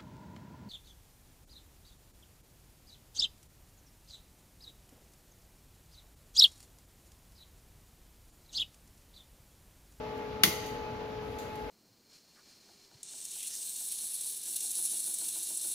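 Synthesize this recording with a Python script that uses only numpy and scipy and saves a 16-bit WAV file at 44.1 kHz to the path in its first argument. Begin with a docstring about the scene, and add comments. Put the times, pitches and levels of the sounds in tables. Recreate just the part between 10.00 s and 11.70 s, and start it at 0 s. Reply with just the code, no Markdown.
"""A sharp electric snap in a hard room, a soft bench thump under it, over whining, rushing cooling fans.
The live contact cracks seven times in 6 ms: spikes and noise bursts that ring the small parts around it.
Band-split noise makes the room's tail, damped sines the bench and the faint lingering metal.
Wandering sines make the fan whine and mains hum, flickering noise the air; shaped noise makes
a few faint far ticks and, late on, the soft brush of a sleeve."""
import sys
import numpy as np
from scipy import signal
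from scipy.fft import rfft, irfft
from scipy.io import wavfile

SR = 44100
rng = np.random.default_rng(int(sys.argv[2]) if len(sys.argv) > 2 else 0)


def digitize_waveform(pressure):
    """Quantize a signal to 16-bit integers and store it at the path in sys.argv[1].

    Rows of a 2-D input are taken as channels; values are limited to [-1, 1].
    """
    field = np.atleast_2d(pressure).T
    bounded = np.clip(field, -1, 1)
    quanta = np.round(bounded * 32767).astype(np.int16)
    wavfile.write(sys.argv[1], SR, quanta)


N = 74970
TIME = np.arange(N) / SR
ROOM_START_S = .4385  # the room and the metal start here

# Cracks of the snap: [t/s, relative level/dB, left over right/dB]
CRACKS = [(.4338, -16, 0), (.4351, -1, 2), (.4356, 0, 3), (.4371, -2, 3), (.4377, -4, 3), (.4388, -8, 0),
          (.4398, -11, 0)]
# Spectrum of a crack: [f/Hz, relative density/dB per Hz]
CRACK_COLOUR = [(200, -38), (700, -6), (1400, -1), (2500, 0.5), (5000, 1), (7800, -5), (9000, 4),
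                (11500, -4), (14800, -3.5), (16200, -10)]
# Left-right likeness of sound spread by the room: [f/Hz, correlation]
ROOM_LIKENESS = [(60, 0.98), (200, 0.95), (600, 0.52), (1200, 0.083), (3000, 0.16), (5500, 0.252),
                 (7000, 0.2), (8000, 0.99), (9200, 1), (10000, 0.94), (11500, 0.39), (12600, 1)]


def from_db(db):
    """Decibels to gain."""
    return 10 ** (np.asarray(db) / 20)


def rms_one(x):
    """Scale to rms 1."""
    return x / np.sqrt(np.mean(x ** 2) + 1e-20)


def at_hz(points, hz):
    """Read a table on a log-frequency axis."""
    f, value = np.transpose(points)
    return np.interp(np.log(hz), np.log(f), value)


def pan(db):
    """Left and right gains for a level difference, left over right."""
    return from_db(np.array([[db], [-db]]) / 2)


def drift(rate_hz):
    """Smooth random wander with spread 1: white noise through a double low-pass, one step per 100 samples."""
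    r = np.exp(-200 * np.pi * rate_hz / SR)
    steps = rng.standard_normal(N // 100 + 1002)
    slow = signal.lfilter([1], [1, -2 * r, r * r], steps)[1000:]  # drop the filter's run-in
    return np.interp(np.arange(N) / 100, np.arange(len(slow)), rms_one(slow))


def dying(start_s, t60_s):
    """Envelope that jumps to 1 and falls 60 dB in each t60."""
    decays = np.clip((TIME - start_s) / t60_s, 0, 10)
    return (TIME >= start_s) * np.exp(-np.log(1000) * decays)


def ring(x, hz, t60_s):
    """Two-pole resonator: a unit click sets a dying sine of height 1 ringing."""
    r = np.exp(-np.log(1000) / (t60_s * SR))
    w = 2 * np.pi * hz / SR
    return signal.lfilter([0, np.sin(w)], [1, -2 * r * np.cos(w), r * r], x + 1e-18)


def click(s):
    """A unit click at a given time."""
    return 1.0 * (np.arange(N) == int(s * SR))


def noise(colour, likeness):
    """Stereo noise with a given spectrum and left-right likeness, mixed from mid and side; rms 1."""
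    hz = np.maximum(np.fft.rfftfreq(N, 1 / SR), 1)
    mid, side = np.exp(2j * np.pi * rng.random((2, len(hz))))
    alike = np.clip(at_hz(likeness, hz), -1, 1)
    both = np.sqrt(1 + alike) * mid + np.sqrt(1 - alike) * side * [[1], [-1]]
    return rms_one(irfft(both * from_db(at_hz(colour, hz)) * (hz > 20), N))


def bands(x):
    """Split steady noise into overlapping half-octave bands: (centre Hz, band)."""
    hz = np.maximum(np.fft.rfftfreq(N, 1 / SR), 1)
    spectrum = rfft(x)
    centres = np.geomspace(30, 16000, 19)
    split = []
    for centre in centres:
        weight = np.interp(np.log(hz), np.log(centres), centres == centre)
        split.append((centre, irfft(spectrum * weight, N)))
    return split


def high_pass(x, edge_hz):
    """Take away the bass below an edge, 12 dB per octave."""
    return signal.sosfilt(signal.butter(2, edge_hz, "high", fs=SR, output="sos"), x)


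def lead(x, table):
    """Turn the phase of the left channel against the right."""
    turn = at_hz(table, np.maximum(np.fft.rfftfreq(N, 1 / SR), 1))
    left = irfft(rfft(x[0]) * np.exp(1j * turn), N)
    return np.array([left, x[1]])


def fan_rush():
    """Air through the fans and grilles: shaped noise, flickering slightly in each band."""
    # Spectrum of the air: [f/Hz, relative density/dB per Hz]
    rush_colour = [(25, -28), (38, -7), (52, 0.5), (75, -2), (110, 0), (170, -5), (260, -0.5), (360, -9),
                   (470, -3), (620, -5), (730, -9), (950, -11), (1400, -13), (1900, -16), (2600, -18),
                   (4500, -25), (7000, -35), (8700, -42.5), (11000, -37.5), (14500, -44), (16200, -58)]
    # Stereo balance of the air: [f/Hz, left over right/dB]
    rush_balance = [(60, 3.5), (150, 0.4), (350, 4), (700, -1), (1500, 1), (4000, 1.5), (12000, 1)]
    level_db, flicker_db, flicker_hz = -43, 1.0, 21
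    air = 0
    for hz, band in bands(noise(rush_colour, ROOM_LIKENESS)):
        flicker = from_db(flicker_db * drift(flicker_hz))
        air = air + band * pan(at_hz(rush_balance, hz)) * flicker
    return from_db(level_db) * air


def fan_tones():
    """Blade tones and hum: sines, each wandering a little in pitch and level."""
    # Fan tones and mains hum, before the shared level curve:
    # [f/Hz, rms level/dB, wander/Hz, flutter/dB, left over right/dB, left lead/rad]
    tones = [(428.4, -45, 1.33, 1, 6, 0.24), (857.4, -46, 2.21, 1.6, 1, 0.33),
             (471.1, -52, 2.9, 3.5, 5, 0.34), (118.6, -62.5, 4.1, 2.5, -4, 0),
             (248.4, -64.5, 3.197, 2, 4.5, 0.51), (273.6, -64, 2.2, 3, 2, 0),
             (628.7, -59.5, 3.67, 3.5, 5, 0), (771, -61, 1.9, 0.5, -1.5, 0.29), (958, -63, 3, 6, -1, 0.12),
             (1167, -67.5, 4, 2, 15, 0.17), (1286, -64.5, 3.17, 2.5, 9.5, 0.76),
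             (2154, -69.5, 4.04, 5, -1, 1.07), (2545, -69.5, 4, -5, -6, 1.9)]
    # Shared level of all the tones: [t/s, level/dB]
    whine_level = [(0, 1), (.3, 0), (.85, 0.5), (1.2, -1.5), (1.5, -3), (1.7, -1.5)]
    wander_rate_hz, flutter_rate_hz = 5.96, 4.64
    out = 0
    for hz, db, wander_hz, flutter_db, side_db, ahead in tones:
        pitch_hz = hz + wander_hz * drift(wander_rate_hz)
        phase = 2 * np.pi * (np.cumsum(pitch_hz) / SR + rng.random())
        level = from_db(db + flutter_db * drift(flutter_rate_hz))
        tone = np.sqrt(2) * np.sin(phase + np.array([[ahead], [0]]))  # rms 1
        out = out + level * pan(side_db) * tone
    return out * from_db(np.interp(TIME, *np.transpose(whine_level)))


def sleeve():
    """A sleeve brushes softly as the arm draws back: faint, high noise that fades in and stays."""
    # Spectrum of the cloth: [f/Hz, relative density/dB per Hz]
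    sleeve_colour = [(2000, -13), (6500, -3.5), (8500, 6), (12000, 1), (14500, -6), (16000, -18)]
    start_s, rise_s, level_db = 1.17, .1, -68
    fade_in = np.clip((TIME - start_s) / rise_s, 0, 1)
    return from_db(level_db) * fade_in * noise(sleeve_colour, ROOM_LIKENESS)


def ticks():
    """Small far contacts: short noise bursts, some thinner and softer of onset, each with a longer echo."""
    # Far ticks: [t/s, level/dB, echo level/dB, gain of the lower body/dB, rise/s]
    far_ticks = [(.175, -60, -63, -10, 0.00089), (.659, -41, -47, -10, 0.0062),
                 (1.385, -55, -49.5, 1, 0.0022), (1.555, -49.5, -61, -6.5, .001)]
    # Spectrum of a tick: [f/Hz, relative density/dB per Hz]
    tick_colour = [(1000, -15), (4000, 2.5), (5500, -5), (6700, 3), (8000, -1), (11000, -4), (13000, -8),
                   (14800, -9.5), (15800, -20)]
    tick_t60_s, echo_t60_s, split_hz = 0.032, 0.45, 8700
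    hiss = noise(tick_colour, ROOM_LIKENESS)
    body = signal.sosfiltfilt(signal.butter(2, split_hz, fs=SR, output="sos"), hiss)
    out = 0
    for s, db, echo_db, body_db, rise_s in far_ticks:
        level = from_db(db) * dying(s, tick_t60_s) + from_db(echo_db) * dying(s, echo_t60_s)
        onset = np.clip((TIME - s) / rise_s, 0, 1)
        out = out + level * onset * (hiss - body + from_db(body_db) * body)
    return out


def answer(colour):
    """Reflected sound: every path repeats the whole run of cracks, which combs its spectrum."""
    combed_share = 0.46  # share of power that keeps the comb
    path = noise(colour, ROOM_LIKENESS)
    repeats = 0
    for s, db, _ in CRACKS:
        repeats = repeats + from_db(db) * np.roll(path, int(s * SR), axis=1)
    smooth = noise(colour, ROOM_LIKENESS)
    return np.sqrt(combed_share) * rms_one(repeats) + np.sqrt(1 - combed_share) * smooth


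def room():
    """Clumped early reflections off bench and panels, then a tail whose treble dies first."""
    # Spectrum of the tail: [f/Hz, relative density/dB per Hz]
    room_colour = [(200, 9), (700, -3), (1400, 0.5), (1650, -12), (2000, 5.5), (2600, -1.5), (3100, 5.5),
                   (3400, -6), (3700, -0.5), (4100, -3), (4600, 2), (5400, -5.5), (6400, 2), (7300, -6),
                   (10500, -1.5), (14500, -9), (16200, -22)]
    # Decay of the tail: [f/Hz, t60/s]
    room_t60 = [(200, 0.76), (1000, 0.95), (2200, 1.02), (4500, 1.01), (7000, 0.74), (11000, 0.56),
                (15000, 0.52)]
    early_db, early_t60_s, clump_db, clumps_hz = -21, 0.2, -1, 105
    tail_db, patch_db, patches_hz = -30.5, 1, 28
    clumps = from_db(early_db + clump_db * drift(clumps_hz))
    early = clumps * answer(CRACK_COLOUR) * dying(ROOM_START_S, early_t60_s)
    tail = 0
    for hz, band in bands(answer(room_colour)):
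        patches = from_db(patch_db * drift(patches_hz))
        tail = tail + band * dying(ROOM_START_S, at_hz(room_t60, hz)) * patches
    # the snap sends little bass into the room
    return pan(0.88) * high_pass(early + from_db(tail_db) * tail, 218)


def metal():
    """Thin metal rings on faintly: dying sines, scattered in phase between the sides by the room."""
    # Metal modes: [f/Hz, peak level/dB, t60/s]
    metal_modes = [(1880, -33.5, 0.19), (2116, -39, 0.48), (2930, -41.5, 0.35), (3450, -46, 0.5),
                   (4920, -49, .48), (6080, -51, .45), (8850, -50, .3), (9776, -38, .3), (12720, -45, 0.43),
                   (13400, -56, .35)]
    out = 0
    for hz, db, t60_s in metal_modes:
        unlike = 1 - np.clip(at_hz(ROOM_LIKENESS, hz), 0, 1)
        cycles = hz * TIME + rng.random((2, 1)) * unlike
        out = out + from_db(db) * dying(ROOM_START_S, t60_s) * np.sin(2 * np.pi * cycles)
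    return out


def bench():
    """Soft knocks, band-limited clicks, drive the low modes of the bench top; the last reaches deepest."""
    # Knocks on the bench: [t/s, click level/dB, low edge/Hz]
    thumps = [(.4400, -26, 140), (0.469, -29, 206), (0.4742, -26, 140), (.4860, -35, 41)]
    # Modes of the bench top: [f/Hz, gain/dB, t60/s]
    bench_modes = [(76, -24, 0.1), (160, -2.5, 0.045), (200.6, -3.5, 0.094), (326, -4.5, 0.055),
                   (376, -25, 0.013)]
    soft_hz = 640  # upper edge of every knock
    knocks = 0
    for s, db, low_hz in thumps:
        soften = signal.butter(2, [low_hz, soft_hz], "band", fs=SR, output="sos")
        knocks = knocks + signal.sosfilt(soften, from_db(db) * click(s) + 1e-18)
    ringing = sum(from_db(db) * ring(knocks, hz, t60_s) for hz, db, t60_s in bench_modes)
    return -pan(1.1) * ringing


def snap():
    """Each crack is a pressure spike, a noise burst dying in 5 ms and a kick to the parts around it."""
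    # Small parts that ring: [f/Hz, gain/dB, t60/s]
    parts = [(1350, -29.5, 0.031), (1940, -22, 0.058), (2180, -22, 0.025), (2933, -20, 0.034),
             (3437, -21.5, 0.045), (4650, -21, 0.017), (5970, -27, 0.0067), (6550, -29, 0.051),
             (9500, -19, .014), (12300, -35, 0.0099), (14300, -29, 0.025)]
    # Left-right likeness of the bursts: [f/Hz, correlation]
    snap_likeness = [(300, 0.48), (1000, 0.48), (2000, 0.23), (4500, 0.2), (7000, 0.27), (8500, 1),
                     (11000, 0.96), (15000, .98)]
    # The snap lies to the left: [f/Hz, left lead/rad]
    snap_lead = [(100, -1.42), (1000, 0.97), (2000, .7), (3000, 2.1), (3800, 2), (4500, 1.1), (6000, 0.15)]
    spike_db, burst_db, burst_t60_s = -7, -9.5, 0.0054
    bursts = spikes = 0
    for s, db, side_db in CRACKS:
        gain = from_db(db) * pan(side_db)
        bursts = bursts + gain * dying(s, burst_t60_s)
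        spikes = spikes + gain * click(s)
    out = from_db(spike_db) * spikes + from_db(burst_db) * bursts * noise(CRACK_COLOUR, snap_likeness)
    for hz, part_db, t60_s in parts:
        kicks = 0
        for s, db, side_db in CRACKS:
            kicks = kicks + from_db(db) * pan(side_db) * rng.choice([-1, 1]) * click(s)
        out = out + from_db(part_db) * ring(kicks, hz, t60_s)
    return lead(high_pass(out, 520), snap_lead)


def scene():
    """The snap and its room over the running equipment."""
    background = fan_rush() + fan_tones() + sleeve() + ticks()
    return background + room() + metal() + bench() + snap()


def record(dry):
    """The treble's phase turns between left and right, peaks are rounded and the top is cut."""
    # Phase between the channels: [f/Hz, left lead/rad]
    channel_lead = [(100, 0), (800, .5), (1400, 0), (5000, .6), (6700, -.9), (7500, -2.7), (8000, -3.12),
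                    (9300, -3.17), (10000, -3.9), (11000, -4.7), (12600, -6.28)]
    peak_limit, cutoff_hz = .85, 16000
    rounded = peak_limit * np.tanh(lead(dry, channel_lead) / peak_limit)
    top_cut = signal.ellip(10, .1, 80, cutoff_hz, fs=SR, output="sos")
    return signal.sosfilt(top_cut, rounded)


dry = scene()
out = record(dry)
digitize_waveform(out)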